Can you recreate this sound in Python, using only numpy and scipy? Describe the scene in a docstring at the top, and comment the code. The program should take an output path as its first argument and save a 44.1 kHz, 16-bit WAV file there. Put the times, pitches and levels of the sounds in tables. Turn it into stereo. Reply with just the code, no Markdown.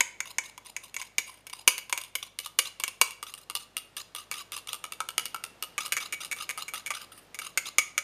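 """A small hard kitchen: a steel teaspoon beats a thin, wet mixture in a hand-held ceramic mug,
about five turns a second. Knocks are struck modes with noise cracks and quick rebounds; scrapes along
the bottom are jerky grit through mug and air resonances, with a rising squelch, bubbles and fizz.
Decaying-noise tails answer from the room; faint mains hum and shaped room noise lie underneath."""
import sys
import numpy as np
from scipy import signal
from scipy.fft import rfft, irfft, next_fast_len
from scipy.io import wavfile
from scipy.ndimage import map_coordinates

SR = 44100
rng = np.random.default_rng(int(sys.argv[2]) if len(sys.argv) > 2 else 0)


def int16_out(signal):
    """Quantize to a 16-bit WAV file."""
    q = np.round(np.clip(np.atleast_2d(signal).T, -1, 1) * 32767)
    wavfile.write(sys.argv[1], SR, q.astype(np.int16))


N = 354123

# Spoon meets mug. Each row: start in seconds, strength in dB, wall ring over it in dB before the part's
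# trim, hollow tok of the bottom over it in dB.
KNOCKS = [(.0067, -30.5, 7, -3.5), (.204, -45, 11.5, -3.5), (.384, -42.5, 13.5, 1.5), (0.578, -51.5, -1, 3),
          (0.765, -49, 12, -4), (.943, -45.5, -2.5, -14), (.9651, -46, 9.5, -7), (1.015, -58.5, 18, 6),
          (1.1828, -31.5, 4.5, -12.5), (1.468, -48, -3.5, -14), (1.498, -51, -2, -10),
          (1.6771, -18.5, -2.5, -13.5), (1.78, -39, -2.5, -10), (1.896, -45.5, -6, -2.5),
          (1.9261, -32.5, 2, -1.5), (1.9762, -38.5, 1, -5.5), (2.037, -46.5, -12, -12),
          (2.1534, -32.5, -2.5, -15), (2.3886, -36, -8.5, -17.5), (2.4603, -41.5, -26, -2.5),
          (2.589, -23, -5.5, -12), (2.7993, -39, -8.5, -6), (2.837, -33, 1, -10), (2.879, -36.5, -12, -9),
          (3.0139, -22, -2, -3.5), (3.108, -45.5, -13.5, -22), (3.228, -41, -10, 0.5),
          (3.339, -43, -21, -9.5), (3.499, -39.5, -10, -3.5), (3.552, -32.5, -20, -10.5),
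          (3.7677, -33, -21.5, -13), (3.967, -40, -16.5, -17.5), (4.1494, -40.5, -13, -6.5),
          (4.3139, -39, 1.5, -3.5), (4.52, -41, -10, -7.5), (4.5653, -40, -19, -6), (4.6727, -45.5, -6, -6),
          (4.731, -35.5, -21, -6), (4.8405, -41, -2.5, 1.5), (4.9221, -40.5, -8.5, -5),
          (5.0038, -39.5, -3.5, 8.5), (5.088, -38, -9.5, -4.5), (5.18, -28, -5.5, -6.5),
          (5.2555, -37, -10.5, -10), (5.345, -40.5, -7, 6.5), (5.4389, -38, -10.5, -4.5),
          (5.625, -35, -11.5, -5.5), (5.78, -39, 6.5, 4), (5.861, -38.5, -18, -5), (5.922, -30.5, 0.5, -16),
          (5.9672, -38.5, 8.5, -1.5), (6.125, -37.5, 4, -10.5), (6.248, -42, -10, -14),
          (6.314, -39, 8, -11), (6.364, -48.5, -3, -3), (6.492, -38, 5, -7), (6.5762, -41, -4, 3),
          (6.681, -46.5, 7.5, -9), (6.7366, -38.5, -6, -0.5), (6.862, -41.5, 5, -13), (6.9052, -40, 6.5, 5),
          (7.345, -47.5, 2.5, -9), (7.389, -41.5, 2.5, -10), (7.5746, -31, 4, -10.5), (7.7837, -27, 6, -3),
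          (7.979, -33.5, 5.5, -3)]
# Air in the mug shifts as the mixture climbs the wall. Each row: time in seconds, pitch in Hz.
AIR_PITCH = [(0, 1003), (2, 1000), (2.5, 1220), (3.01, 1034), (3.25, 1200), (4.7, 1200), (5, 1298),
             (5.45, 1330), (5.8, 1236)]


def amp(db):
    """Decibels to gain."""
    return 10 ** (np.asarray(db) / 20)


def unit(x):
    """Scale to rms 1."""
    return x / np.sqrt(np.mean(x ** 2) + 1e-20)


def along(points, hz):
    """Interpolate (Hz, value) points on a log frequency axis."""
    point_hz, value = np.transpose(points)
    return np.interp(np.log(hz + 1), np.log(point_hz + 1), value)


def at(rows, s):
    """The values of a control curve at s seconds."""
    times, *columns = np.transpose(rows)
    return [np.interp(s, times, column) for column in columns]


def filtered(x, response):
    """Filter x by a response given as a function of Hz."""
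    n = x.shape[-1]
    padded = next_fast_len(n + SR // 10)
    return irfft(rfft(x, padded) * response(np.fft.rfftfreq(padded, 1 / SR)), padded)[..., :n]


def add(track, s, sound):
    """Mix a sound into a track at s seconds."""
    part = track[max(round(s * SR), 0):][:len(sound)]
    part += sound[:len(part)]


def clinks(thud_db=-15, hollow_db=0, wall_db=1.0, clack_db=0.97, ping_db=3, tick_db=-1.3):
    """Each knock is a blow and a few rebounds; hand and mixture damp the ring quickly."""
    # Rebounds change in spacing and strength as the stirring goes on.
    # Each row: time in seconds, mean time between rebounds in seconds, rebound as a factor.
    grip = [(0, 0.0029, 0.26), (1.2, 0.0047, 0.29), (1.7, 0.005, 0.38), (3.01, .0044, 0.31),
            (4.7, 0.0098, 0.53), (5, 0.012, 0.23), (5.45, 0.014, 0.37), (5.8, .0055, 0.51),
            (6.3, 0.0052, 0.86), (8, 0.0054, 0.26)]
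    # Modes of each part. Each row: Hz, t60 in seconds, relative energy in dB.
    thud_modes = [(346, 0.039, -3), (515, 0.061, 6.5), (683, 0.0098, -2)]  # whole mug jolted in the hand
    hollow_modes = [(1200, 0.03, 8), (1000, 0.047, -14)]  # air in the mug, around its usual pitch
    wall_modes = [(1597, 0.014, -10), (2125, 0.016, -2.5), (2269, 0.076, -0.5), (2408, 0.012, -1.5)]  # lowest bending modes of the wall
    clack_modes = [(2844, 0.021, 10.5), (3450, 0.026, 1.5), (3580, 0.012, -3.5), (4675, 0.0063, -18.5),
                   (4905, 0.034, -5.5)]  # spoon bowl on glaze
    ping_modes = [(6060, 0.029, 2.5), (6830, 0.014, -29.5), (6640, 0.0099, 21), (8100, 0.013, -18)]  # next pair of the wall
    tick_modes = [(8700, 0.011, 8.5), (9300, 0.0094, 11), (10060, 0.0094, 6.5), (12980, 0.041, 2.5),
                  (15300, .012, -22)]  # highest modes
    # A knock with a weaker wall ring than this lands in the mixture, which slows and cushions its rebound.
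    bottom_db, bottom_gap_s, bottom_rebound = -7.5, .009, .5
    # The stronger the rebound, the less the spoon pings and clacks, and the more it ticks.
    ping_db_per_wall_db, ping_rattle_db, tick_rattle_db = 1, -12, 6

    track = np.zeros(N)
    for s, db, wall, hollow in KNOCKS:
        air_hz, = at(AIR_PITCH, s)
        gap_s, rebound = at(grip, s)
        if wall < bottom_db:
            gap_s = max(gap_s, bottom_gap_s)
            rebound = min(rebound, bottom_rebound)
        ping = ping_db_per_wall_db * wall + ping_rattle_db * rebound
        rattle = tick_rattle_db * rebound / 2
        delays_s = np.append(0, np.cumsum(gap_s * rng.uniform(.6, 1.4, 3)))
        # modes, level dB, pitch factor, pitch scatter, crack dB
        parts = [(thud_modes, thud_db + (hollow + wall) / 4, 1, .05, 2),
                 (hollow_modes, hollow + hollow_db, air_hz / hollow_modes[0][0], .02, -7),
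                 (wall_modes, wall + wall_db, 1, .003, -8),
                 (clack_modes, clack_db - rattle, 1, .025, -1),  # shifts with the point of contact
                 (ping_modes, ping + ping_db, 1, .005, -2),
                 (tick_modes, tick_db + rattle, 1, .005, -2)]
        for modes, part_db, pitch, detune, crack_db in parts:
            sound = ring(modes, delays_s, np.clip(rebound, 0, 1), pitch, scatter_db=3.5,
                         detune=detune, crack_db=crack_db, crack_t60_s=0.02)
            sound *= np.sqrt(SR / 50) / np.linalg.norm(sound)  # level as rms over 20 ms
            add(track, s, amp(db + part_db) * sound)
    return track


def ring(modes, delays_s, rebound, pitch, scatter_db, detune, crack_db, crack_t60_s):
    """One struck part: modes at fresh strengths repeat at each contact, with a new noise crack each time."""
    t = np.arange(SR // 14) / SR
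    hz, t60_s, db = np.transpose(modes)[:, :, None]
    level, shift, phase = rng.standard_normal((3, len(modes), 1))
    waves = np.sin(2 * np.pi * (pitch * hz * (1 + detune * shift) * t + phase))
    decay = amp(db + scatter_db * level - 60 * t / t60_s) / np.sqrt(t60_s)
    blow = np.sum(decay * waves, axis=0)
    blow *= 1 - np.exp(-t * hz.min())  # builds up over the first cycle
    tone, contact = np.zeros((2, SR // 9))
    for k, delay_s in enumerate(delays_s):
        add(tone, delay_s, rebound ** k * blow)
        add(contact, delay_s, rebound ** k * amp(-60 * t / crack_t60_s))
    edges_hz = [hz.min() * .85, min(hz.max() * 1.12, SR * .45)]
    band = signal.butter(2, edges_hz, "band", fs=SR)
    crack = signal.lfilter(*band, contact * rng.standard_normal(len(contact)))
    return unit(tone) + amp(crack_db) * unit(crack)


def afterring(scatter_db=3.0):
    """A few modes outlast the knock: the wall sings faintly, and hard blows set the spoon's stem ringing."""
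    # Wall modes that hand and mixture hardly damp. Each row: Hz, t60 in seconds, level over the wall ring in dB.
    sing = [(2270, 0.29, -21), (6200, 0.2, -23.5), (6840, .24, -22)]
    # Spoon's stem. Each row: Hz, t60 in seconds, level over a hard blow in dB.
    steel = [(4630, .11, -11), (4877, .13, -10), (10170, .07, -5), (12380, .08, -15)]
    # The stem loses steel_falls dB, over the knock itself, for each dB a blow is softer than hard_db.
    hard_db, steel_falls = -22, 0.95

    track, t = np.zeros(N), np.arange(SR // 3) / SR
    for s, db, wall, _ in KNOCKS:
        stem_db = steel_falls * min(db - hard_db, 0)
        for modes, part_db in [(sing, wall), (steel, stem_db)]:
            hz, t60_s, level = np.transpose(modes)[:, :, None]
            level = level + scatter_db * rng.standard_normal(level.shape)
            waves = amp(level - 60 * t / t60_s) * np.sin(2 * np.pi * hz * t)
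            add(track, s, amp(db + part_db) * np.sum(waves, axis=0))
    return track


def scrapes(body_db=-4, hollow_db=-7, squelch_db=3, bubble_db=-8, fizz_db=-28, pocket_hz=3300, rise=0.27,
            edge_s=0.0026, jerk_db=7.0, jerk_rate_hz=150):
    """Jerky friction rings the mug and its air; a closing pocket under the spoon squelches upward and
    sheds bubbles."""
    # Spoon drags along the bottom. Each row: start in seconds, length in seconds, level in dB.
    strokes = [(0.254, 0.062, -47.5), (.435, 0.064, -50), (0.647, 0.056, -49.5), (0.818, 0.08, -52),
               (0.982, 0.096, -45.5), (1.263, 0.15, -52.5), (1.529, 0.099, -45.5), (2.002, .095, -48),
               (2.226, 0.054, -43.5), (2.429, 0.037, -47), (2.651, .032, -41), (3.266, 0.065, -49),
               (3.376, 0.063, -54.5), (3.552, .02, -40.5), (3.593, 0.049, -53.5), (3.969, 0.05, -42),
               (4.159, 0.086, -45.5), (4.338, 0.086, -40.5), (4.524, 0.071, -44), (4.685, 0.057, -41.5),
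               (5.802, 0.056, -38), (6.002, 0.072, -38), (6.204, 0.064, -42), (6.385, 0.07, -38.5),
               (6.584, 0.049, -40.5), (6.753, 0.058, -43.5), (6.938, 0.11, -41), (7.118, .155, -56.5),
               (7.415, .09, -41.5), (7.655, 0.035, -37)]
    # Mug under friction. Each row: Hz, width in Hz, relative level in dB.
    mug_modes = [(2820, 240, 3), (3700, 1800, -6), (4900, 140, 1.5), (7350, 1600, -22)]
    # Wet film's spectrum. Each row: Hz, relative density in dB per Hz.
    fizz = [(5000, -16.5), (9400, 21), (11200, 8), (13000, 12.5)]
    # A stroke shorter than swell_s swells; a longer one eases off as the spoon slows.
    swell_s, fade_db_per_s = 0.028, -190
    squelch_db_per_s = -110  # the longer the stroke, the less sharply the pocket closes

    def mug(f):
        total = 0
        for k, (hz, width_hz, db) in enumerate(mug_modes):
            damping = 1j * f * width_hz
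            total = total + (-1) ** k * amp(db) * damping / (hz * hz - f * f + damping)
        return total

    track, t = np.zeros(N), np.arange(SR // 5) / SR
    for start_s, length_s, db in strokes:
        progress = np.minimum(t / max(length_s, edge_s), 1)
        extra_s = length_s - swell_s
        # the spoon catches and slips
        jerks = map_coordinates(rng.standard_normal(len(t) // 100), [t * jerk_rate_hz], order=1)
        pressure = np.clip(np.minimum(2 * t, length_s + edge_s - t) / edge_s, 0, 1)
        pressure *= amp(fade_db_per_s * extra_s * progress + jerk_db * jerks)
        pressure /= np.sqrt(np.mean(pressure[progress < 1] ** 2) + 1e-12)
        drive = grit(len(t), rate_hz=6000, spread_db=4)

        air_hz = at(AIR_PITCH, start_s)[0] * (1 + 0.14 * (.5 - progress))
        air = gliding(drive, air_hz, width_hz=70)
        body = amp(body_db) * unit(filtered(drive, mug)) + amp(hollow_db) * air

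        pocket = pocket_hz * (1 + rise * progress)
        squelch = gliding(drive, pocket, width_hz=370) + gliding(drive, 1.69 * pocket, width_hz=220) / 2
        froth = bubbles(t, pocket, count=120, spread=0.402, cycles=2.7, size_db=2.5)
        wet = amp(squelch_db + squelch_db_per_s * extra_s) * unit(squelch) + amp(bubble_db) * froth

        foam = bubbles(t, 3 * pocket, count=400, spread=.25, cycles=9, size_db=3)
        film = unit(filtered(foam + drive / 2, lambda f: amp(along(fizz, f))))
        # the film fizzes even under a light touch: its dB grow half as fast as the rest
        sound = amp(db) * (body + wet) + amp(db / 2 + fizz_db) * film
        add(track, start_s, pressure * sound)
    return track


def grit(count, rate_hz, spread_db):
    """Friction as random tiny impulses of unequal size, rms 1."""
    present = rng.random(count) < rate_hz / SR
    size = rng.standard_normal(count) * amp(spread_db * rng.standard_normal(count))
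    return unit(present * size)


def gliding(drive, hz, width_hz):
    """A resonance whose centre follows hz: shift down, one-pole low-pass, shift back; rms 1."""
    turn = np.exp(2j * np.pi * np.cumsum(hz) / SR)
    pole = np.exp(-np.pi * width_hz / SR)
    return unit(np.real(turn * signal.lfilter([1], [1, -pole], drive / turn)))


def bubbles(t, centre_hz, count, spread, cycles, size_db):
    """Tiny bubbles squeezed out of the mixture, each a short rising blip near centre_hz at its moment."""
    start = rng.integers(0, len(t), count)[:, None]
    pitch, size = rng.standard_normal((2, count, 1))
    age_s = t[:SR // 60]
    hz = centre_hz[start] * np.exp(spread * pitch)
    life = age_s * hz / cycles
    envelope = amp(size_db * size) * life * np.exp(-life)
    blips = envelope * np.sin(2 * np.pi * hz * age_s * (1 + 0.0022 * life))
    places = (start + np.arange(len(age_s))).ravel()
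    return unit(np.bincount(places, blips.ravel(), len(t))[:len(t)])


def counter(x, delay_s=.0017):
    """The worktop's reflection arrives just after the direct sound, with opposite sign in the two channels."""
    # Each row: Hz, side over mid in dB.
    width = [(250, -17.5), (2000, -28), (5000, -11), (13000, -5)]
    return filtered(x, lambda f: amp(along(width, f)) * np.exp(-2j * np.pi * f * delay_s))


def kitchen(x, count=4):
    """Diffuse decaying tails; the mug keeps moving, so every 0.2 s the sound meets another of them."""
    # Each row: Hz, t60 in seconds.
    decay = [(200, 0.35), (2300, 0.41), (6500, 0.34), (13000, 0.26)]
    wet, turn = np.zeros((2, N)), np.arange(N) // (SR // 5) % count
    for k in range(count):
        hz, t, z = signal.stft(rng.standard_normal((2, SR // 2)), SR, nperseg=256)
        fade = amp(-60 * t / along(decay, hz)[:, None])
        mid, side = signal.istft(z * fade, SR, nperseg=256)[1]
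        tail = np.array([mid + amp(-19.0) * side, mid - amp(-8.5) * side])
        tail = np.pad(tail / np.linalg.norm(tail[0]), ((0, 0), (SR // 250, 0)))  # 4 ms late
        wet += signal.oaconvolve((x * (turn == k))[None], tail, axes=1)[:, :N]
    return wet


def background(air_db=2, side_db=-9):
    """Soft room noise is shaped Gaussian noise; the hum of a mains appliance is steady sines."""
    # Room noise spectrum. Each row: Hz, relative density in dB per Hz.
    air_spectrum = [(20, -23), (40, -29), (70, -13), (140, 0), (280, -3), (550, -1.5), (1150, -6.5),
                    (3500, -12.5), (14000, -27)]
    # Room noise level. Each row: time in seconds, level in dB before air_db.
    air_level = [(0, -63), (2.4, -66), (5.7, -59.5), (7.5, -61), (8.03, -62.5)]
    # Each row: Hz, level in dB rms.
    hum_tones = [(49, -74), (98.3, -73.5)]

    t = np.arange(N) / SR
    noise = rng.standard_normal((2, N))
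    mid, side = unit(filtered(noise, lambda f: amp(along(air_spectrum, f))))
    air = np.array([mid + amp(side_db) * side, mid - amp(side_db) * side])
    hum = np.zeros(N)
    for hz, db in hum_tones:
        hum += np.sqrt(2) * amp(db) * np.sin(2 * np.pi * (hz * t + rng.random()))
    return air * amp(air_db + at(air_level, t)[0]) + hum


def scene(room_db=-13):
    """The mug is close and central; its two channels differ mainly in the treble."""
    mug = clinks() + afterring() + scrapes()
    side = counter(mug)
    direct = np.array([mug + side, mug - side])
    return direct + amp(room_db) * kitchen(mug) + background()


def record(dry):
    """Roll off the highest treble and keep nothing from 16.5 kHz up."""
    # Each row: Hz, gain in dB.
    treble = [(13900, -0.5), (14250, 4), (14500, -19.5), (16000, -46)]
    top_hz = 16500
    return filtered(dry, lambda hz: amp(along(treble, hz)) * (hz < top_hz))


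dry = scene()
out = record(dry)
int16_out(out)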